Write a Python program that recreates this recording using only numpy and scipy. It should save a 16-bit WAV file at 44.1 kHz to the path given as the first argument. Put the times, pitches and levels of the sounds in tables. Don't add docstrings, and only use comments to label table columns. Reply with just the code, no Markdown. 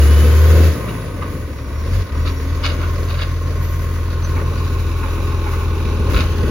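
import sys
import numpy as np
from scipy import signal
from scipy.fft import rfft, irfft, next_fast_len
from scipy.io import wavfile
from scipy.ndimage import uniform_filter1d, map_coordinates

SR = 44100
rng = np.random.default_rng(int(sys.argv[2]) if len(sys.argv) > 2 else 0)


def output_pcm(signal):
    pcm = np.clip(np.atleast_2d(signal).T, -1, 1) * 32767
    wavfile.write(sys.argv[1], SR, np.round(pcm).astype(np.int16))


N = 286650
TIME_S = np.arange(N) / SR

# t/s, firing rate/Hz
SPEED = [(0, 71.5), (.5, 79.4), (.68, 80.6), (.76, 75.6), (.85, 61.5), (1, 51.6), (1.19, 44.7),
         (1.66, 33.8), (1.86, 39.3), (1.98, 48.2), (2.11, 35.5), (2.28, 42.5), (2.4, 38), (2.53, 41.3),
         (3, 41.9), (5.39, 41.9), (5.6, 41.3)]
# t/s, fuel over idle/dB
FUEL = [(0, 8.5), (.69, 7.7), (.77, -6), (1.05, -6), (1.35, -5.5), (1.6, -7.5), (1.72, -2.5), (1.87, -1),
        (1.96, 5), (2.03, 1), (2.06, -20), (2.095, -14), (2.125, 0), (2.19, 4), (2.3, 1), (2.37, -2),
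        (2.44, .5), (4, 0), (4.4, 1)]
LIFT_S, LIFT_FALL_S = .69, 0.04
PUMP_START_S, PUMP_RISE_S = 3.91, 3.2

# f/Hz, level/dB
PIPE = [(33, -14), (42, -5), (60, 1.5), (72, -0.5), (82, 0), (100, -1), (122, -16), (145, -29),
        (160, -15.5)]
FIRST_DB, FIRST_GROWTH = -20.5, 1.52
OCTAVE_DB, OCTAVE_GROWTH = -20.5, 0.98
# multiple of firing rate, level at idle/dB
UNEVEN = [(1.5, -33), (2.5, -46), (3, -36.5), (10 / 3, -36), (4.5, -47), (41 / 6, -43), (8, -46)]
# multiple of firing rate, level/dB
GROWL = [(1.5, -35), (3.5, -37.5), (4.5, -35.5), (5, -34.5), (6, -35.5), (6.5, -35.5)]
# f/Hz, width/Hz, relative level/dB
RASP = [(420, 60, 0), (495, 60, 1.5), (660, 70, -3), (1190, 110, -5.5), (1600, 150, -8)]
RASP_DB = -33.5

# f/Hz, relative level/dB per Hz
BODY = [(35, -30), (60, -8.5), (105, -8.5), (140, -13.5), (170, -20.5), (230, -17.5), (330, -17),
        (410, -16.5), (540, -16.5), (650, -22.5), (790, -33.5), (1200, -52.5)]
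# f/Hz, width/Hz, relative level/dB
BLOCK = [(917, 83, -3.5), (1087, 97, -0.5), (1256, 52, -5), (1497, 50, -6.5), (1935, 106, -9),
         (2330, 336, -13)]
# f/Hz, width/Hz, relative level/dB
PANEL = [(1069.3, 26.6, -1), (1472, 22, -14)]
# t/s, relative level/dB
PANEL_SWELL = [(0, 1), (1.3, -7), (2.3, 2), (3.6, 1.5), (4.4, 2.5), (6.5, 7.5)]
# f/Hz, relative level/dB per Hz
TICKS = [(800, -31), (1500, -4), (2200, -1.5), (3200, -12), (3750, -4.5), (5100, -8.5), (6800, -15.5),
         (10000, -37)]
# f/Hz, width/Hz, relative level/dB
COVERS = [(2643, 45, 3.5), (2819, 11, -1), (2980, 16, -1.5), (3340, 20, 0), (3480, 20, -0.5),
          (3610, 21, 1.5), (3882, 22, 2.5), (4230, 28, -5), (4730, 37, -3), (5120, 20, -6.5)]
# f/Hz, relative level/dB per Hz
AIR = [(100, -52), (550, 2), (780, 2), (1200, 6.5), (2200, 9), (4000, -5), (7000, 3), (10000, -8),
       (11800, 1), (15500, -1.5)]
# idle level/dB, growth/(dB per speed doubling), growth/(dB per dB fuel), full pump load/dB
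BODY_LAW = (-29.5, 8.5, 0.15, 4.5)
KNOCK_LAW = (-38, 7.5, 0.07, -2)
PANEL_LAW = (-39.5, 4.5, 0.35, -2.5)
TICK_LAW = (-43.5, 4.5, 0.5, 1.5)
COVER_LAW = (-51.5, 9, 0.58, 5)
AIR_LAW = (-42.5, 10.5, 0.35, 1.5)
OVERRUN_DB = -6
WANDER_DB = 1.5
# t/s, extra path/m, share reflected
GROUND = [(0, 0.22, 0.12), (3.9, 0.22, 0.22), (4.7, 0.26, 0.44), (5.9, 0.26, 0.51), (6.5, 0.22, 0.72)]

TURBO_START_HZ, TURBO_IDLE_HZ = 10450, 5840
SPOOL_HZ_PER_S, WIND_DOWN_S = 2950, .75
RESPOOL_S, RESPOOL_HZ_PER_S = 5.65, 480
BOOST_DB, WHISTLE_DB = -46.5, -55
FREE_SHARE = .36
WHISTLE_FROM_S = 2.1

# f/Hz, relative level/dB per Hz
ROLL = [(40, -20), (90, 4.5), (130, 0), (200, -2), (280, -3), (380, -13), (500, -4.5), (760, -28.5),
        (1100, -24.5), (1800, -24.5), (3500, -38.5)]
ROLL_DB, BRAKE_S, STOP_S = -28, 0.67, 3.1

# t/s, level/dB, length/s, dull above f/Hz
CLANKS = [(.877, -31, 0.011, 3000), (1.209, -29, .008, 1900), (2.247, -31.5, 0.04, 6000),
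          (2.627, -22.5, 0.038, 5500), (2.68, -30, 0.026, 4500), (2.768, -35.5, 0.048, 2200),
          (2.818, -30, 0.034, 2300), (3.075, -34, 0.045, 4400), (3.135, -35, 0.016, 5000),
          (3.172, -29.5, 0.022, 4000), (3.2, -27, 0.026, 4000), (4.565, -37, .012, 7000),
          (4.635, -37, .012, 7000), (4.775, -37, .012, 6000), (6.095, -33, .02, 2800),
          (6.128, -29, 0.02, 5500), (6.157, -27.5, 0.055, 4000)]
# t/s, level/dB, length/s, dull above f/Hz
STRIKES = [(1.221, -25, .002, 1600), (1.225, -21.5, .003, 1600), (1.231, -25, .002, 1600),
           (2.272, -29, .006, 5000), (2.637, -25, .003, 5000), (2.645, -18.5, .005, 6000),
           (2.661, -20, .004, 8000), (2.698, -29, .007, 4200), (3.101, -34, .003, 7000),
           (3.142, -29, .003, 4600), (3.195, -29.5, .003, 3200), (3.218, -24.5, .004, 4400),
           (3.233, -27.5, .003, 3400), (6.144, -21, .002, 5500), (6.162, -19.5, .003, 2800),
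           (6.169, -24, .004, 2600), (6.187, -25, .003, 4000), (6.204, -23, .003, 7000),
           (6.27, -32, .004, 4000)]
# f/Hz, width/Hz, relative level/dB
STEEL = [(1137, 260, 10.5), (1420, 540, 9), (1740, 370, 6), (2180, 330, 1.5), (2940, 340, 1.5),
         (3355, 190, 0.5), (3920, 450, 4.5), (4000, 90, -1), (4480, 440, -4), (5100, 410, -0.5),
         (5740, 1600, -10.5)]
# t/s, level/dB, length/s, dull above f/Hz
DULL_RINGS = [(4.354, -28.5, .022, 2400), (4.392, -30, .014, 2400), (5.022, -27, .02, 2400),
              (5.456, -27.5, .028, 2400), (5.528, -29, .014, 2000)]
# f/Hz, width/Hz, relative level/dB
HOLLOW = [(872, 48, 14.5), (1110, 70, 11), (1440, 160, 4), (1850, 200, 2), (2280, 400, 0)]
# f/Hz, t60/s
STREET = [(150, 0.28), (2000, 0.49), (10000, 0.044)]
# t/s, length/s, start f/Hz, end f/Hz, level/dB
PURE_NOTES = [(1.28, .08, 12050, 12060, -52), (1.5, .58, 5658, 5670, -56), (2.13, .22, 5672, 5665, -51),
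              (2.345, .06, 5665, 5665, -44), (2.39, .08, 5662, 5660, -48), (2.05, .8, 282, 268, -38.5),
              (2.22, .3, 11320, 11340, -62), (3.6, .15, 12110, 12150, -48), (3.72, .14, 12170, 12210, -55),
              (4.225, .05, 6060, 6100, -40)]
# t/s, level/dB, length/s
PUFFS = [(1.9, -61, 0.057), (2.17, -52, 0.1), (6.097, -35, 0.081)]
# peak t/s, level/dB, half length/s
SCRAPES = [(2.675, -33, .04), (2.8, -38.5, .08), (3.12, -40, .05), (3.22, -35.5, .03), (6.19, -30, .065)]
# f/Hz, relative level/dB per Hz
SCRAPE = [(300, -28), (560, 13.5), (760, 2), (1300, 2), (2500, -4), (4600, -8.5), (6000, -10), (10000, -20)]
# t/s, level/dB, length/s
THUMPS = [(2.65, -28.5, 0.22), (4.224, -32, 0.29), (4.35, -25.5, 0.054), (6.082, -18.5, 0.125)]
# f/Hz, relative level/dB per Hz
THUD = [(28, -53), (50, 3), (70, -6.5), (120, -15), (220, -16.5), (500, -18.5), (900, -57), (3000, -88)]
# f/Hz, width/Hz, relative level/dB
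HOSES = [(326.4, 18, 4.5), (408, 26.6, 4.5), (549, 18, -2.5), (861, 68, -6), (2490, 390, -15),
         (3750, 690, -22)]
ARM_S, ARM_HUM_DB = 5.65, -38

# f/Hz, likeness (-1 to 1)
ALIKE = [(60, 0.91), (300, 1), (640, 0.64), (1200, 1), (2200, 0.27), (4500, 0.21), (12000, -0.13)]
# f/Hz, level/dB
PORTS = [(7000, -0.5), (8400, -22.5), (9800, 8), (12450, -0.5), (13400, -22), (14700, 3)]
# f/Hz, left minus right/dB
LEAN = [(60, 1), (200, 0.5), (400, 2), (700, 2.5), (1300, -1), (2400, 0), (4400, -3), (8000, 0)]
# f/Hz, left lead/rad
SKEW = [(60, -0.24), (300, -0.082), (650, -0.44), (950, -0.89), (2900, 0.99), (7000, 0.35)]
TOP_HZ = 15850


def amp(db):
    return 10 ** (np.asarray(db) / 20)


def unit(x):
    return x / np.sqrt(np.mean(x ** 2) + 1e-20)


def along(points, hz):
    f, value = np.transpose(points)
    return np.interp(np.log(hz + 1), np.log(f + 1), value)


def curves(rows):
    s, *columns = np.transpose(rows)
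    return [np.interp(TIME_S, s, column) for column in columns]


def wobble(rate_hz):
    return map_coordinates(rng.standard_normal(400), [TIME_S * rate_hz], mode="wrap")


def noise():
    return rng.standard_normal((2, N))


def filtered(x, response):
    size = next_fast_len(N + SR // 4)
    spectrum = rfft(x, size) * response(np.fft.rfftfreq(size, 1 / SR))
    return irfft(spectrum, size)[..., :N]


def colour(points):
    return lambda hz: amp(along(points, hz))


def resonances(modes, low_hz):
    def response(f):
        ring = 0
        for k, (centre, width, db) in enumerate(modes):
            mode = 1j * f * width / (centre * centre - f * f + 1j * f * width)
            ring = ring + (-1) ** k * amp(db) * mode
        return ring * f ** 4 / (f ** 4 + low_hz ** 4)
    return response


def spread(pair, response):
    def mid_side(hz):
        turn = np.arccos(np.clip(along(ALIKE, hz), -1, 1)) / 2
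        return response(hz) * np.array([np.cos(turn), np.sin(turn)])
    mid, side = filtered(pair, mid_side)
    return np.array([mid + side, mid - side])


def burst(start_s, length_s, fall_s):
    t = TIME_S - start_s
    return np.clip(t / 0.0058, 0, 1) * np.exp(-np.clip((t - length_s) / fall_s, 0, 50))


def throttle():
    return np.clip(1 - (TIME_S - LIFT_S) / LIFT_FALL_S, 0, 1)


def pump():
    return np.clip((TIME_S - PUMP_START_S) / PUMP_RISE_S, 0, 1)


def strokes(phase, decay, scatter_db, alternate_db, bed):
    index = phase.astype(int)
    luck = rng.uniform(-2, 2, size=2000)[index]
    size_db = scatter_db * luck + alternate_db * np.cos(np.pi * index)
    blows = amp(size_db) * np.exp(-(phase % 1) / decay)
    return bed + uniform_filter1d(blows, size=200)


def cyclic(phase, share):
    cycles = rng.standard_normal(size=(2, 2, 4096))
    place = (phase / 6 % 1 * 4096).astype(int)
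    drift = .8 * wobble(2)
    pattern = np.cos(drift) * cycles[0][:, place] + np.sin(drift) * cycles[1][:, place]
    return np.sqrt(share) * pattern + np.sqrt(1 - share) * noise()


def exhaust(phase, firing_hz, fuel_db):
    angle = 2 * np.pi * phase
    first_db = FIRST_DB + FIRST_GROWTH * fuel_db + along(PIPE, firing_hz)
    second_db = OCTAVE_DB + OCTAVE_GROWTH * fuel_db + along(PIPE, 2 * firing_hz)
    unsteady_db = .75 * amp(-1.5 * np.clip(fuel_db, -7, 0))
    first = amp(first_db + unsteady_db * wobble(13)) * np.cos(angle)
    octave = amp(second_db + 0.67 * unsteady_db * wobble(12)) * np.cos(2 * angle)
    lope = sum(amp(db + 1.5 * wobble(7)) * np.sin(order * angle + .35 * wobble(10))
               for order, db in UNEVEN)
    growl = sum(amp(db + 3 * wobble(7)) * np.sin(order * angle + .5 * wobble(13))
                for order, db in GROWL)
    unequal = amp(.7 * np.minimum(fuel_db, 0))
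    orders = (1 - throttle()) * unequal * lope + throttle() * growl
    return np.sqrt(2) * (first + octave + orders)


def rasp(phase):
    pulses = strokes(phase, decay=.35, scatter_db=1.5, alternate_db=1.5, bed=.2)
    blows = cyclic(phase, share=.8) * pulses
    return amp(RASP_DB) * throttle() * unit(spread(blows, resonances(RASP, low_hz=330)))


def engine(phase, firing_hz, fuel_db):
    shake = cyclic(phase, share=.72) * strokes(phase, decay=1.0, scatter_db=.7, alternate_db=1.0, bed=0.4)
    clatter = cyclic(phase, share=.7) * strokes(phase, decay=0.55, scatter_db=1.0, alternate_db=0.3, bed=0.6)
    drive = cyclic(phase, share=.85) * strokes(phase, decay=0.5, scatter_db=.5, alternate_db=0.3, bed=0.45)
    tapping = strokes(2 * phase, decay=1.0, scatter_db=4.5, alternate_db=1.0, bed=1.0)
    rattle = noise() * strokes(2 * phase, decay=.4, scatter_db=2.0, alternate_db=1.0, bed=.3)
    body = spread(shake, colour(BODY))
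    knock = spread(clatter, resonances(BLOCK, low_hz=755))
    panel = spread(drive, resonances(PANEL, low_hz=900)) * amp(curves(PANEL_SWELL)[0])
    ticks = spread(cyclic(phase, share=0.3) * tapping, colour(TICKS))
    covers = spread(rattle, resonances(COVERS, low_hz=2000))
    air = spread(noise() * amp(1.3 * wobble(40)), colour(AIR))

    doublings = np.log2(firing_hz / firing_hz[-1])
    burning_db = np.maximum(fuel_db, OVERRUN_DB)
    layers = [(body, BODY_LAW), (knock, KNOCK_LAW), (panel, PANEL_LAW),
              (ticks, TICK_LAW), (covers, COVER_LAW), (air, AIR_LAW)]
    out = np.zeros((2, N))
    for sound, (idle_db, speed_db, fuel_growth, pump_db) in layers:
        work_db = speed_db * doublings + fuel_growth * burning_db + pump_db * pump()
        out += unit(sound) * amp(idle_db + work_db + WANDER_DB * wobble(7))
    return out


def off_the_road(x):
    path_m, share = curves(GROUND)
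    late_s = TIME_S - path_m / 343
    soft = filtered(x, lambda hz: 1 / (1 + (hz / 4200) ** 6))
    bounce = np.array([map_coordinates(channel, [late_s * SR], order=3) for channel in soft])
    return x + share * bounce


def whistle(hz, width_hz):
    blur = filtered(noise(), lambda f: np.exp(-(f / width_hz) ** 2))
    angle = 2 * np.pi * np.cumsum(hz) / SR
    left = blur[0] * np.cos(angle) + blur[1] * np.sin(angle)
    right = blur[0] * np.cos(angle + 1) + blur[1] * np.sin(angle + 1)
    return unit(np.array([left, right]))


def whines(firing_hz):
    spooled_hz = TURBO_START_HZ + SPOOL_HZ_PER_S * np.minimum(TIME_S, LIFT_S)
    spin = np.exp(-np.maximum(TIME_S - LIFT_S, 0) / WIND_DOWN_S)
    respool_hz = RESPOOL_HZ_PER_S * np.maximum(TIME_S - RESPOOL_S, 0)
    turbo_hz = TURBO_IDLE_HZ + (spooled_hz - TURBO_IDLE_HZ) * spin + respool_hz
    boost = np.maximum(throttle(), FREE_SHARE * spin)
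    broad = amp(BOOST_DB) * boost * whistle(turbo_hz, width_hz=260)
    emerging = np.clip((TIME_S - WHISTLE_FROM_S) / .1, 0, 1)
    thin = amp(WHISTLE_DB + 1.5 * wobble(9)) * emerging * whistle(turbo_hz, width_hz=80)
    gears = amp(-36.5 - 28 * TIME_S) * whistle(40.1 * firing_hz, width_hz=60)
    return broad + thin + gears


def rolling():
    motion = np.clip((STOP_S - TIME_S) / (STOP_S - BRAKE_S), 0, 1)
    jolts = amp(2.5 * wobble(24))
    return amp(ROLL_DB) * motion * unit(spread(noise() * jolts, colour(ROLL)))


def clanks(hits, modes, attack_s, fall_s):
    out = np.zeros((2, N + SR))
    size = SR // 3
    t, hz = np.arange(size) / SR, np.fft.rfftfreq(size, 1 / SR)
    body = resonances(modes, low_hz=800)(hz)
    for s, db, length_s, dull_hz in hits:
        contacts = rng.standard_normal((3, size)) * amp(2.2 * wobble(300)[:size])
        stereo = contacts[0] + 1.05 * contacts[1:]
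        spot_db = 3 * map_coordinates(rng.standard_normal(200), [hz / 120], mode="wrap")
        softness = 1 / np.sqrt(1 + (hz / dull_hz) ** 6)
        ring = irfft(rfft(stereo) * body * amp(spot_db) * softness, size)
        shape = np.clip(t / attack_s, 0, 1) * np.exp(-np.maximum(t - length_s, 0) / fall_s)
        start = round(s * SR)
        out[:, start:start + size] += amp(db) * shape * unit(ring)
    return out[:, :N]


def street(x):
    hz, t, bins = signal.stft(rng.standard_normal((2, SR // 2)), SR, nperseg=256)
    decay_db = -60 * t / along(STREET, hz)[:, None]
    tail = signal.istft(bins * amp(decay_db), SR, nperseg=256)[1]
    return signal.fftconvolve(x, tail / np.linalg.norm(tail[0]), axes=1)[:, :N]


def pure_notes():
    out = np.zeros(N)
    for s, length_s, start_hz, end_hz, db in PURE_NOTES:
        end_s = s + length_s
        hz = np.interp(TIME_S, [s, end_s], [start_hz, end_hz]) + 4 * wobble(31.9)
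        gate = np.clip(np.minimum(TIME_S - s, end_s - TIME_S) / .03, 0, 1)
        flutter_db = 3 * wobble(26)
        out += gate * amp(db + flutter_db) * np.sin(2 * np.pi * np.cumsum(hz) / SR)
    return np.sqrt(2) * out


def puffs():
    envelope = sum(amp(db) * burst(s, length_s, fall_s=0.028) for s, db, length_s in PUFFS)
    return unit(spread(noise(), colour(AIR))) * envelope


def scrapes():
    grain = amp(3.2 * wobble(400))
    swell = sum(amp(db) / np.cosh(np.clip((TIME_S - s) / half_s, -30, 30)) for s, db, half_s in SCRAPES)
    return swell * unit(spread(noise() * grain, colour(SCRAPE)))


def thumps():
    envelope = sum(amp(db) * burst(s, length_s, fall_s=0.054) for s, db, length_s in THUMPS)
    return unit(spread(noise(), colour(THUD))) * envelope


def hydraulics(phase):
    pulses = cyclic(phase, share=.6) * strokes(phase, decay=.6, scatter_db=1.0, alternate_db=.5, bed=.5)
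    ring = unit(spread(pulses, resonances(HOSES, low_hz=268)))
    housing = amp(-31.0 + 0.78 * wobble(8.8)) * np.sqrt(pump()) * ring
    moving = np.clip((TIME_S - ARM_S) / .2, 0, 1)
    tone = np.sin(5 * 2 * np.pi * phase + .6 * wobble(10))
    hum = np.sqrt(2) * amp(ARM_HUM_DB + 2 * wobble(8)) * moving * tone
    return housing + hum


def scene():
    firing_hz, = curves(SPEED)
    fuel_db, = curves(FUEL)
    phase = np.cumsum(firing_hz) / SR
    motor = exhaust(phase, firing_hz, fuel_db) + rasp(phase)
    motor = motor + off_the_road(engine(phase, firing_hz, fuel_db)) + whines(firing_hz)
    metal = clanks(CLANKS, STEEL, attack_s=.017, fall_s=.019)
    metal += clanks(STRIKES, STEEL, attack_s=.001, fall_s=.004)
    metal += scrapes()
    metal += clanks(DULL_RINGS, HOLLOW, attack_s=.012, fall_s=.016)
    answer = amp(-12.5) * street(metal)
    return motor + rolling() + metal + answer + pure_notes() + puffs() + thumps() + hydraulics(phase)


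def record(dry):
    apart = np.array([[.5], [-.5]])

    def ports(hz):
        gain = amp(along(PORTS, hz) + apart * along(LEAN, hz))
        return gain * np.exp(1j * apart * along(SKEW, hz)) * (hz < TOP_HZ)
    return filtered(dry, ports)


dry = scene()
out = record(dry)
output_pcm(out)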